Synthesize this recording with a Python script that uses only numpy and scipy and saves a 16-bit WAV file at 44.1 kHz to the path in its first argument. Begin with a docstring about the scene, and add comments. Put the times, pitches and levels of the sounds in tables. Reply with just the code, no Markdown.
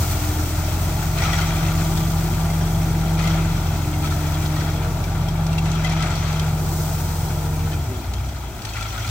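"""Tipping site: a six-cylinder diesel tipper holds its bed up with a whining pump while gravel slides out.
Exhaust lines, pump and whine are sines tied to the crankshaft; the engine roar is coloured noise.
Fine stones hiss, coarse ones slump in surges through the ringing steel, single stones clack at two pitches.
Near the end the engine drops to idle; early on, a second machine farther off speeds up and fades.
Two microphone ports on a small camera hear it all as a sum and a difference."""
import sys
import numpy as np
from scipy import signal
from scipy.fft import rfft, irfft
from scipy.io import wavfile
from scipy.ndimage import uniform_filter1d

SR = 44100
rng = np.random.default_rng(int(sys.argv[2]) if len(sys.argv) > 2 else 0)


def inscribe(sig):
    """Save sig as 16-bit PCM at rate SR to the path in sys.argv[1].

    A 1-D sig is mono; a 2-D sig holds one channel per row.
    Samples are clipped to [-1, 1] before scaling.
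    """
    pcm = np.round(np.clip(np.atleast_2d(sig).T, -1, 1) * 32767)
    wavfile.write(sys.argv[1], SR, pcm.astype(np.int16))


N = 401310
T, HZ = np.arange(N) / SR, np.fft.rfftfreq(N, 1 / SR)

# truck engine, hunting slowly under load, then dropping to idle: t/s, firing rate f/Hz, relative effort/dB
ENGINE = [(0, 41.8, 5.5), (.3, 41.7, 2.5), (.7, 42.43, 2), (1, 43.27, 1), (1.4, 43.85, 0.5),
          (2, 44.05, -0.5), (3.5, 44.22, 0.5), (3.8, 42, 1.5), (4.2, 41.7, 2), (4.6, 42.2, 1),
          (5.05, 43.55, -.5), (5.4, 43.82, -0.5), (5.95, 43.9, -1), (6.3, 42.77, 0), (7, 42.66, 0),
          (7.75, 42.28, 1), (7.81, 39.3, -2), (7.87, 36.46, -5), (7.96, 33.63, -8), (8.06, 29.54, -0.5),
          (8.2, 31.04, 1.5), (8.33, 33.56, -7), (8.45, 29.47, -2.5), (8.62, 26.92, -15), (8.67, 26.9, -4.5),
          (8.8, 26.78, -2), (9.1, 27.2, -3)]
# firing multiples 1 to 4: relative strength/dB, waver/dB
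FIRING = [(-1.4, 0), (0.67, 1), (-8.5, -4), (-8, 3)]
# exhaust pipe, colouring the firing multiples as they move: f/Hz, level/dB
PIPE = [(27, -64), (31, -56), (38, -53), (41.5, -31.5), (44.3, -23), (54, -29.5), (63, -25), (75, -25),
        (85, -25.5), (98, -22.5), (108, -20.5), (120, -33.5), (130, -24.5), (165, -42), (177, -30)]
# weak lines between, from unequal cylinders: multiple of the crankshaft turn, relative level/dB
UNEVEN = [(4, -36), (4.5, -42), (5, -34), (5.5, -53), (6.5, -38.5), (7, -48), (7.5, -32.5), (8, -32.5),
          (10, -48), (13, -44), (13.5, -47), (15, -47), (16, -44.5), (19, -46), (21, -50.5), (24, -46),
          (27, -50), (30, -65)]
# gear pump: t/s, level/dB of its multiples 1, 2 and 3
PUMP = [(0, -38, -43, -60), (.3, -36, -28.5, -51), (.7, -30, -39, -56), (1.3, -23.5, -38, -52),
        (1.9, -21, -36.5, -63), (2.3, -21.5, -41.5, -56), (2.9, -20.5, -38, -48), (3.4, -19, -33.5, -45),
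        (3.6, -25.5, -43, -57), (3.9, -25.5, -32.5, -58), (4.5, -22.5, -34.5, -53),
        (4.9, -26.5, -38.5, -42), (5.05, -28.5, -62, -54), (5.45, -20, -66, -65), (6, -20.5, -37, -51),
        (6.12, -26, -50, -54), (6.4, -20.5, -58, -43), (7.1, -26, -75, -47), (7.68, -24, -46, -43),
        (7.76, -28, -35, -45), (7.83, -24.5, -49, -54), (7.92, -41, -37, -31), (7.99, -50, -39, -49),
        (8.1, -56, -52, -60)]
# faint upper lines that come and go: t/s, level/dB of pump multiple 4, of multiple 5, of a gear whine
UPPER_LINES = [(.3, -64, -62, -60), (.7, -38.5, -62, -62), (1.15, -46, -56, -46), (1.5, -64, -51, -42),
               (2.2, -58, -44, -45.5), (3.2, -62, -46, -54), (3.6, -54, -56, -59), (4.5, -57, -62, -60),
               (5, -40, -62, -44.5), (5.4, -60, -62, -48), (6.7, -62, -62, -48), (7.2, -62, -62, -66)]
# engine body roar: f/Hz, relative level per Hz/dB
ROAR_COLOUR = [(30, -44), (45, -10.5), (100, -1.5), (180, -7.5), (260, -12), (350, -9), (400, -14),
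               (520, -23.5), (640, -13), (800, -13.5), (980, -16.5), (1070, -26.5), (1350, -20),
               (1620, -30.5), (2200, -38.5), (3000, -43)]
# fine gravel sliding in fresh flows: t/s, level/dB
SLIDE = [(0.0, -28), (0.56, -32.5), (1.72, -34.5), (1.82, -32), (3.4, -38.5), (4.2, -35), (5.96, -46),
         (6.59, -36), (6.79, -31.5), (8.46, -44.5), (9.1, -39)]
# colour of the fine gravel: f/Hz, relative level per Hz/dB
SLIDE_COLOUR = [(600, 1), (1500, -4), (2200, -6.5), (3200, -7), (4500, -4.5), (6300, 0.5), (8500, 3),
                (11000, -9), (13500, -1), (15800, -1.5)]
# colour of the coarse stones: f/Hz, relative level per Hz/dB
SLUMP_COLOUR = [(320, -60), (550, -5.5), (652, 1.5), (1060, -8.5), (1370, 3.5), (1700, -19), (2020, -3),
                (2870, -11.5), (3270, -8.5), (4540, -15.5), (5860, -17.5), (10000, -26), (13000, -66),
                (22000, -120)]
# surges of coarse stones: start t/s, relative peak level/dB, rise/s, fall/(dB/s)
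SURGES = [(1.16, -27, 0.023, 5.8), (1.21, -21.5, 0.017, 93), (1.32, -23.5, 0.016, 85),
          (1.4, -34, .025, 180), (1.95, -34, 0.029, 210), (3.16, -26, 0.043, 20), (4.02, -27, 0.027, 210),
          (4.1, -26.5, 0.025, 490), (4.17, -33, 0.038, 9), (4.555, -31, 0.02, 40), (5.47, -32, 0.054, 125),
          (5.63, -30, 0.038, 1.7), (5.83, -30, 0.019, 3.2), (7.7, -37, 0.021, 340),
          (8.56, -34.5, 0.097, 32.4), (8.73, -30.5, 0.028, 5.6), (8.88, -32.5, 0.12, 10.2)]
# modes of the steel tailgate and bed that the stones strike: f/Hz, width/Hz, relative level/dB
STEEL = [(780, 200, 2), (1390, 270, 1.5), (1875, 190, -7.5), (2346, 165, -2.5), (2604, 126, -5.5),
         (3275, 140, -3.5), (4080, 650, -12), (5700, 300, -7), (6150, 270, -7.5), (7080, 360, -7.5),
         (7810, 150, -5)]
# single stones: t/s, relative strength/dB, first ring f/Hz, second ring f/Hz, second against first/dB
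CLACKS = [(0.031, -30, 1340, 5480, -9), (1.171, -31, 2420, 1460, -5), (1.184, -28, 2590, 4100, -3),
          (1.199, -30, 1910, 2400, -2), (1.22, -25.5, 1960, 5940, -6), (1.234, -29, 2440, 3630, -7),
          (1.254, -31, 3900, 1292, 5), (1.331, -26.5, 3330, 1950, 1.5), (1.385, -27, 1442, 5770, -7),
          (1.414, -26, 2070, 3140, -4), (1.681, -34, 2660, 2020, 1), (1.972, -31, 3603, 4600, -2),
          (2.5, -32, 2100, 5680, -5), (3.192, -31, 2497, 4290, -9), (3.239, -30.5, 2080, 1296, -3),
          (3.272, -25.5, 2070, 4050, -7), (3.937, -34, 2150, 2730, -1), (4.041, -30, 1310, 2340, -4),
          (4.058, -34, 3370, 2650, -4), (4.108, -35, 3620, 1390, 3), (4.119, -33.5, 1327, 1780, -1),
          (4.341, -34, 3350, 5810, -7), (4.424, -34, 2312, 3300, -4), (4.458, -33.5, 3330, 5270, -5),
          (4.563, -32, 1890, 1260, -3), (4.61, -39, 1990, 2600, -1), (4.65, -41, 3180, 2300, -1),
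          (5.038, -32, 2340, 3680, -4), (5.285, -33, 3210, 5546, 4), (5.465, -33.5, 5440, 5940, -1),
          (5.529, -32.5, 2726, 5850, 1), (5.581, -26, 2700, 3360, -6), (5.655, -33, 2660, 2030, -14),
          (5.715, -34, 6850, 6250, 5), (5.75, -30, 1315, 3470, -8), (5.845, -23.5, 2020, 3190, -4),
          (5.868, -32, 2580, 4750, -3), (5.895, -34, 5440, 3523, -7), (5.919, -29, 2330, 6480, -5),
          (6.003, -28, 1320, 2050, -5), (6.023, -30.5, 7000, 2010, 3), (6.103, -30, 1380, 2100, -4),
          (6.153, -31.5, 4550, 6170, 1), (6.279, -38, 4620, 6180, 2), (6.326, -36, 6200, 6830, -3),
          (6.395, -31, 6280, 3180, 2), (7.717, -37, 3019, 1740, -2), (7.73, -37, 3090, 2540, 0),
          (7.739, -36, 2390, 1400, 1), (8.135, -34, 6000, 7010, 2), (8.287, -39, 3290, 6130, 3),
          (8.619, -38, 5600, 4660, -2), (8.65, -31, 6170, 4490, -5), (8.689, -36, 4300, 3400, 1),
          (8.734, -33, 2580, 3260, -4), (8.764, -32, 2010, 2670, -2), (8.808, -27.5, 1370, 2566, -11),
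          (8.825, -33.5, 4410, 3400, 1), (8.862, -38, 1360, 3240, -11), (8.926, -31.5, 1353, 1935, -7),
          (8.96, -36, 1290, 3400, -5), (8.977, -34, 3340, 1447, 5), (9.024, -35, 1290, 5620, -6),
          (9.045, -30, 1358, 2407, -4), (9.075, -32, 3430, 5660, -1), (9.089, -35, 6040, 3760, -4)]
# second machine, farther off: t/s, firing rate f/Hz, level/dB
FAR_MACHINE = [(.3, 49.5, -46), (.7, 52.9, -32), (1.1, 65.7, -31), (1.5, 79.05, -33), (2.301, 76.87, -33),
               (2.8, 85.84, -33)]
# sum of the two ports: f/Hz, level/dB
PORT_SUM = [(300, -2), (1500, -2), (4500, -0.5), (5500, -1.5), (9000, -6.5), (10200, -0.5), (10600, -23.5),
            (11600, -38), (12000, -3.5), (13000, -1)]
# difference of the ports, which agree near 14.5 kHz: f/Hz, level/dB
PORT_DIFFERENCE = [(60, -16), (300, -16), (750, -11), (1700, -3.5), (2200, -5), (4500, 1), (9000, -7),
                   (11000, 5), (13000, -2), (13700, -7), (14000, -43), (15200, -48), (15500, -17)]
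# share of the difference tied to the sum: f/Hz, in step (left louder), a quarter turn (left earlier)
PORT_TIE = [(60, 0.14, 0.086), (300, 0.33, -0.2), (800, 0.56, -0.46), (1700, 0.51, .1), (2200, 0.49, .45),
            (3380, 0.67, 0.26), (4500, 0.058, 0.36), (5470, -0.086, -.3), (6500, .2, .1), (8500, 0.01, -.1),
            (9500, 0, -.5), (10500, -0.053, -.4), (12500, 0, .65)]

FIRINGS_PER_TURN, PUMP_PULSES_PER_TURN, WHINE_PULSES_PER_TURN = 3, 10.917, 80
IDLE_FROM_S = 8.66
# roar level at the working firing rate, and its change per Hz of rate
WORKING_HZ, ROAR_DB, ROAR_DB_PER_HZ, ROAR_SMOOTH_S, ROAR_LAG_S = 41.66, -28, 0.56, 1, 0.064
# the rumble within the roar
RUMBLE_DB, RUMBLE_DB_PER_HZ, RUMBLE_SWELL_DB = -1.55, -0.1, 1.17
# coarse flow before its mix: a trickle that thins as the bed empties; a surge runs out after its time
TRICKLE_DB, THINS_DB_PER_S, SURGE_LASTS_S = -30.5, 0.73, 0.73
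# levels against a stone's strength; its rings fall 60 dB in a set number of cycles
CLACK_RISE_S, RING_DB, RING_CYCLES, RATTLE_DB, RATTLE_T60_S = 0.0024, 4.5, 150, 6.5, 0.056
# the crack has this level for a stone at CRACK_PITCH_HZ
CRACK_DB, CRACK_T60_S, CRACK_PITCH_HZ = 8, 0.035, 3000
LOW_CUT_HZ, EDGE_HZ = 36.6, 15850


def engine_lines(firing_hz, effort_db, turns):
    """Exhaust pulses: firing multiples coloured by the pipe, and weaker lines from unequal cylinders."""
    out, levels_db = 0, []
    for multiple, (strength_db, _) in enumerate(FIRING, 1):
        pipe_db = np.interp(multiple * firing_hz, *np.transpose(PIPE))
        levels_db.append(effort_db + strength_db + pipe_db)
    for multiple, (db, (_, waver_db)) in enumerate(zip(levels_db, FIRING), 1):
        out = out + tone(FIRINGS_PER_TURN * multiple * turns, db, waver_db)
    # the weak lines follow the second firing multiple, averaged over half a second
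    load_db = uniform_filter1d(levels_db[1], SR // 2) + 21.0
    return out + sum(tone(k * turns, db + load_db, waver_db=0.5) for k, db in UNEVEN)


def pump_lines(turns):
    """Gear pump and whine: tooth pulses geared to the crankshaft, fading out as the pump table ends."""
    pumping = np.clip((PUMP[-1][0] - T) / 0.11, 0, 1)
    out = sum(tone(PUMP_PULSES_PER_TURN * k * turns, db, waver_db=0.4 * k)
              for k, db in enumerate(curves(PUMP), 1))
    pulses = (4 * PUMP_PULSES_PER_TURN, 5 * PUMP_PULSES_PER_TURN, WHINE_PULSES_PER_TURN)
    out += sum(tone(k * turns, db, waver_db=4.5) for k, db in zip(pulses, curves(UPPER_LINES)))
    return pumping * out


def idle_notes(turns):
    """Two faint crankshaft multiples that come up once the engine settles at idle."""
    settled = np.clip((T - IDLE_FROM_S) / 0.11, 0, 1)
    return settled * (tone(5 * turns, -49, waver_db=0.0) + tone(7 * turns, -43, waver_db=0.0))


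def roar():
    """Noise ringing in engine bay and steel bed follows engine speed; its deep rumble also swells by itself."""
    smooth_hz = uniform_filter1d(curves(ENGINE)[0], round(ROAR_SMOOTH_S * SR))
    faster_hz = np.interp(T - ROAR_LAG_S, T, smooth_hz) - WORKING_HZ
    noise = coloured(rng.standard_normal((2, N)), ROAR_COLOUR)
    rumble = irfft(rfft(noise) / (1 + (HZ / 450) ** 8), N)
    rumble_db = RUMBLE_DB + RUMBLE_DB_PER_HZ * faster_hz + RUMBLE_SWELL_DB * drift(0.16)
    level_db = ROAR_DB + ROAR_DB_PER_HZ * faster_hz + 0.42 * drift(0.019)
    return gain_of(level_db) * (noise - rumble + gain_of(rumble_db) * rumble)


def slide():
    """Small stones, well over a thousand knocks a second, merge into a slightly grainy hiss."""
    hiss = stones(per_s=1700, spread_db=2.0, ring_s=0.0013, bed=0.83)
    return gain_of(curves(SLIDE)[0] + 0.59 * drift(0.024)) * coloured(hiss, SLIDE_COLOUR)


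def slump():
    """Larger stones in surges: a dull rattle, and knocks that each ring one mode of the steel."""
    rattle = coloured(stones(per_s=400, spread_db=2.5, ring_s=0.003, bed=0.85), SLUMP_COLOUR)
    pings = 0
    for hz, width, db in STEEL:
        knocks = stones(per_s=90, spread_db=3.5, ring_s=0.0092, bed=0.16)
        pings = pings + gain_of(db) * ring(knocks, hz, width)
    return tumbling() * gain_of(0.16 * drift(0.031)) * (0.45 * rattle + 0.5 * evened(pings))


def tumbling():
    """Strength of the coarse flow: the trickle plus each surge, which swells quickly and dies away."""
    power = gain_of(TRICKLE_DB - THINS_DB_PER_S * T) ** 2
    for start, db, rise, fall in SURGES:
        t = T - start
        shape = np.clip(np.minimum(t / rise, (SURGE_LASTS_S - t) / 0.063), 0, 1)
        power = power + (shape * gain_of(db - fall * np.clip(t - rise, 0, 1))) ** 2
    return np.sqrt(power)


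def clacks():
    """Each stone rings at its own two pitches, rattles the steel briefly, and cracks harder if bright."""
    out, t = np.zeros((2, N + 3000)), np.arange(3000) / SR
    crack_filter = signal.butter(2, [1800, 8000], "bandpass", fs=SR)
    rise = 1 - np.exp(-t / CLACK_RISE_S)
    for s, db, main_hz, second_hz, second_db in CLACKS:
        own = 0
        for hz, ring_db in ((main_hz, 0), (second_hz, second_db)):
            decay = gain_of(RING_DB + ring_db - 60 * t * hz / RING_CYCLES)
            own = own + decay * np.sin(2 * np.pi * (hz * t + rng.random((2, 1))))
        noise = rng.standard_normal((2, len(t))) * rise
        puff = noise * gain_of(RATTLE_DB - 60 * t / RATTLE_T60_S)
        steel = sum(gain_of(mode_db) * ring(puff, hz, width) for hz, width, mode_db in STEEL)
        crack = signal.lfilter(*crack_filter, noise * gain_of(CRACK_DB - 60 * t / CRACK_T60_S))
        crack = crack * main_hz / CRACK_PITCH_HZ
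        start = round(s * SR)
        out[:, start:start + len(t)] += gain_of(db) * (own * rise + steel + crack)
    return out[:, :N]


def far_machine():
    """A second engine farther off: one firing line, gliding mostly upward, faded in and out."""
    hz, db = curves(FAR_MACHINE)
    first_s, last_s = FAR_MACHINE[0][0], FAR_MACHINE[-1][0]
    heard = np.clip(np.minimum(T - first_s + 0.26, last_s - T) / 0.073, 0, 1)
    return heard * tone(np.cumsum(hz) / SR, db, waver_db=1.5)


def machines():
    """All steady-pitched lines: the truck's share one crankshaft angle, the far machine runs freely."""
    firing_hz, effort_db = curves(ENGINE)
    turns = np.cumsum(firing_hz / FIRINGS_PER_TURN) / SR
    return engine_lines(firing_hz, effort_db, turns) + pump_lines(turns) + idle_notes(turns) + far_machine()


def ports(straight, scattered):
    """Left and right from the sum and difference of the two ports; the difference is partly tied to the sum."""
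    in_step, quarter = spectra(PORT_TIE)
    free = np.sqrt(np.clip(1 - in_step ** 2 - quarter ** 2, 0, 1))
    a, b = rfft(straight), rfft(scattered)
    both = irfft(a * gain_of(spectra(PORT_SUM)[0]), N)
    difference = (in_step + 1j * quarter) * a + free * b
    apart = irfft(difference * gain_of(spectra(PORT_DIFFERENCE)[0]), N)
    return np.array([both + apart, both - apart])


def tone(turns, db, waver_db=1.2):
    """A sine, from its running turns, whose level wavers."""
    level = np.sqrt(2) * gain_of(db + waver_db * drift(0.035))
    return level * np.sin(2 * np.pi * (turns + rng.random()))


def stones(per_s, spread_db, ring_s, bed):
    """Knocks of random size, each a dying puff of noise, over an even bed; two noises share the knocks."""
    struck = rng.exponential(1, N)
    size = gain_of(spread_db * np.minimum(struck, 4)) * (rng.random(N) < per_s / SR)
    knocks = signal.lfilter([1], [1, -np.exp(-1 / (ring_s * SR))], size ** 2)  # power
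    return np.sqrt(bed + knocks / knocks.mean()) * rng.standard_normal((2, N))


def ring(x, hz, width):
    """One resonance of peak gain 1."""
    return signal.lfilter(*signal.iirpeak(hz, hz / width, fs=SR), x)


def drift(seconds):
    """Slow chance of rms 1: noise drawn every 128 samples and averaged twice over the given time."""
    size = int(seconds * SR / 128) + 1
    slow = rng.standard_normal(N // 128 + 1)
    slow = uniform_filter1d(uniform_filter1d(slow, size), size)
    return np.interp(np.arange(N) / 128, np.arange(len(slow)), evened(slow))


def coloured(x, colour):
    """Filters by a dB spectrum and scales to rms 1."""
    return evened(irfft(rfft(x) * gain_of(spectra(colour)[0]), N))


def curves(rows):
    """Each column of a table over time."""
    s, *columns = np.transpose(rows)
    return [np.interp(T, s, c) for c in columns]


def spectra(rows):
    """Each column of a table over log frequency."""
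    f, *columns = np.transpose(rows)
    return [np.interp(np.log(HZ + 1), np.log(f + 1), c) for c in columns]


def evened(x):
    """Scales to rms 1."""
    return x / np.sqrt(np.mean(x ** 2) + 1e-20)


def gain_of(db):
    """Turns dB into a factor."""
    return 10 ** (np.asarray(db) / 20)


def scene():
    """Every source reaches the ports straight and scattered; the lines return late off the heap."""
    straight, scattered = roar() + slide() + slump() + clacks()
    lines = machines()
    late = np.roll(lines, 700)  # about 16 ms
    return ports(straight + lines, scattered + 0.15 * late)


def record(dry):
    """The microphone's steep bass cut, then its upper band limit."""
    bass_cut = signal.butter(10, LOW_CUT_HZ, "highpass", fs=SR, output="sos")
    thinned = signal.sosfilt(bass_cut, dry)
    band_limit = signal.firwin(511, EDGE_HZ, window=("kaiser", 9), fs=SR)
    return signal.oaconvolve(thinned, band_limit[None], "same")


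dry = scene()
out = record(dry)
inscribe(out)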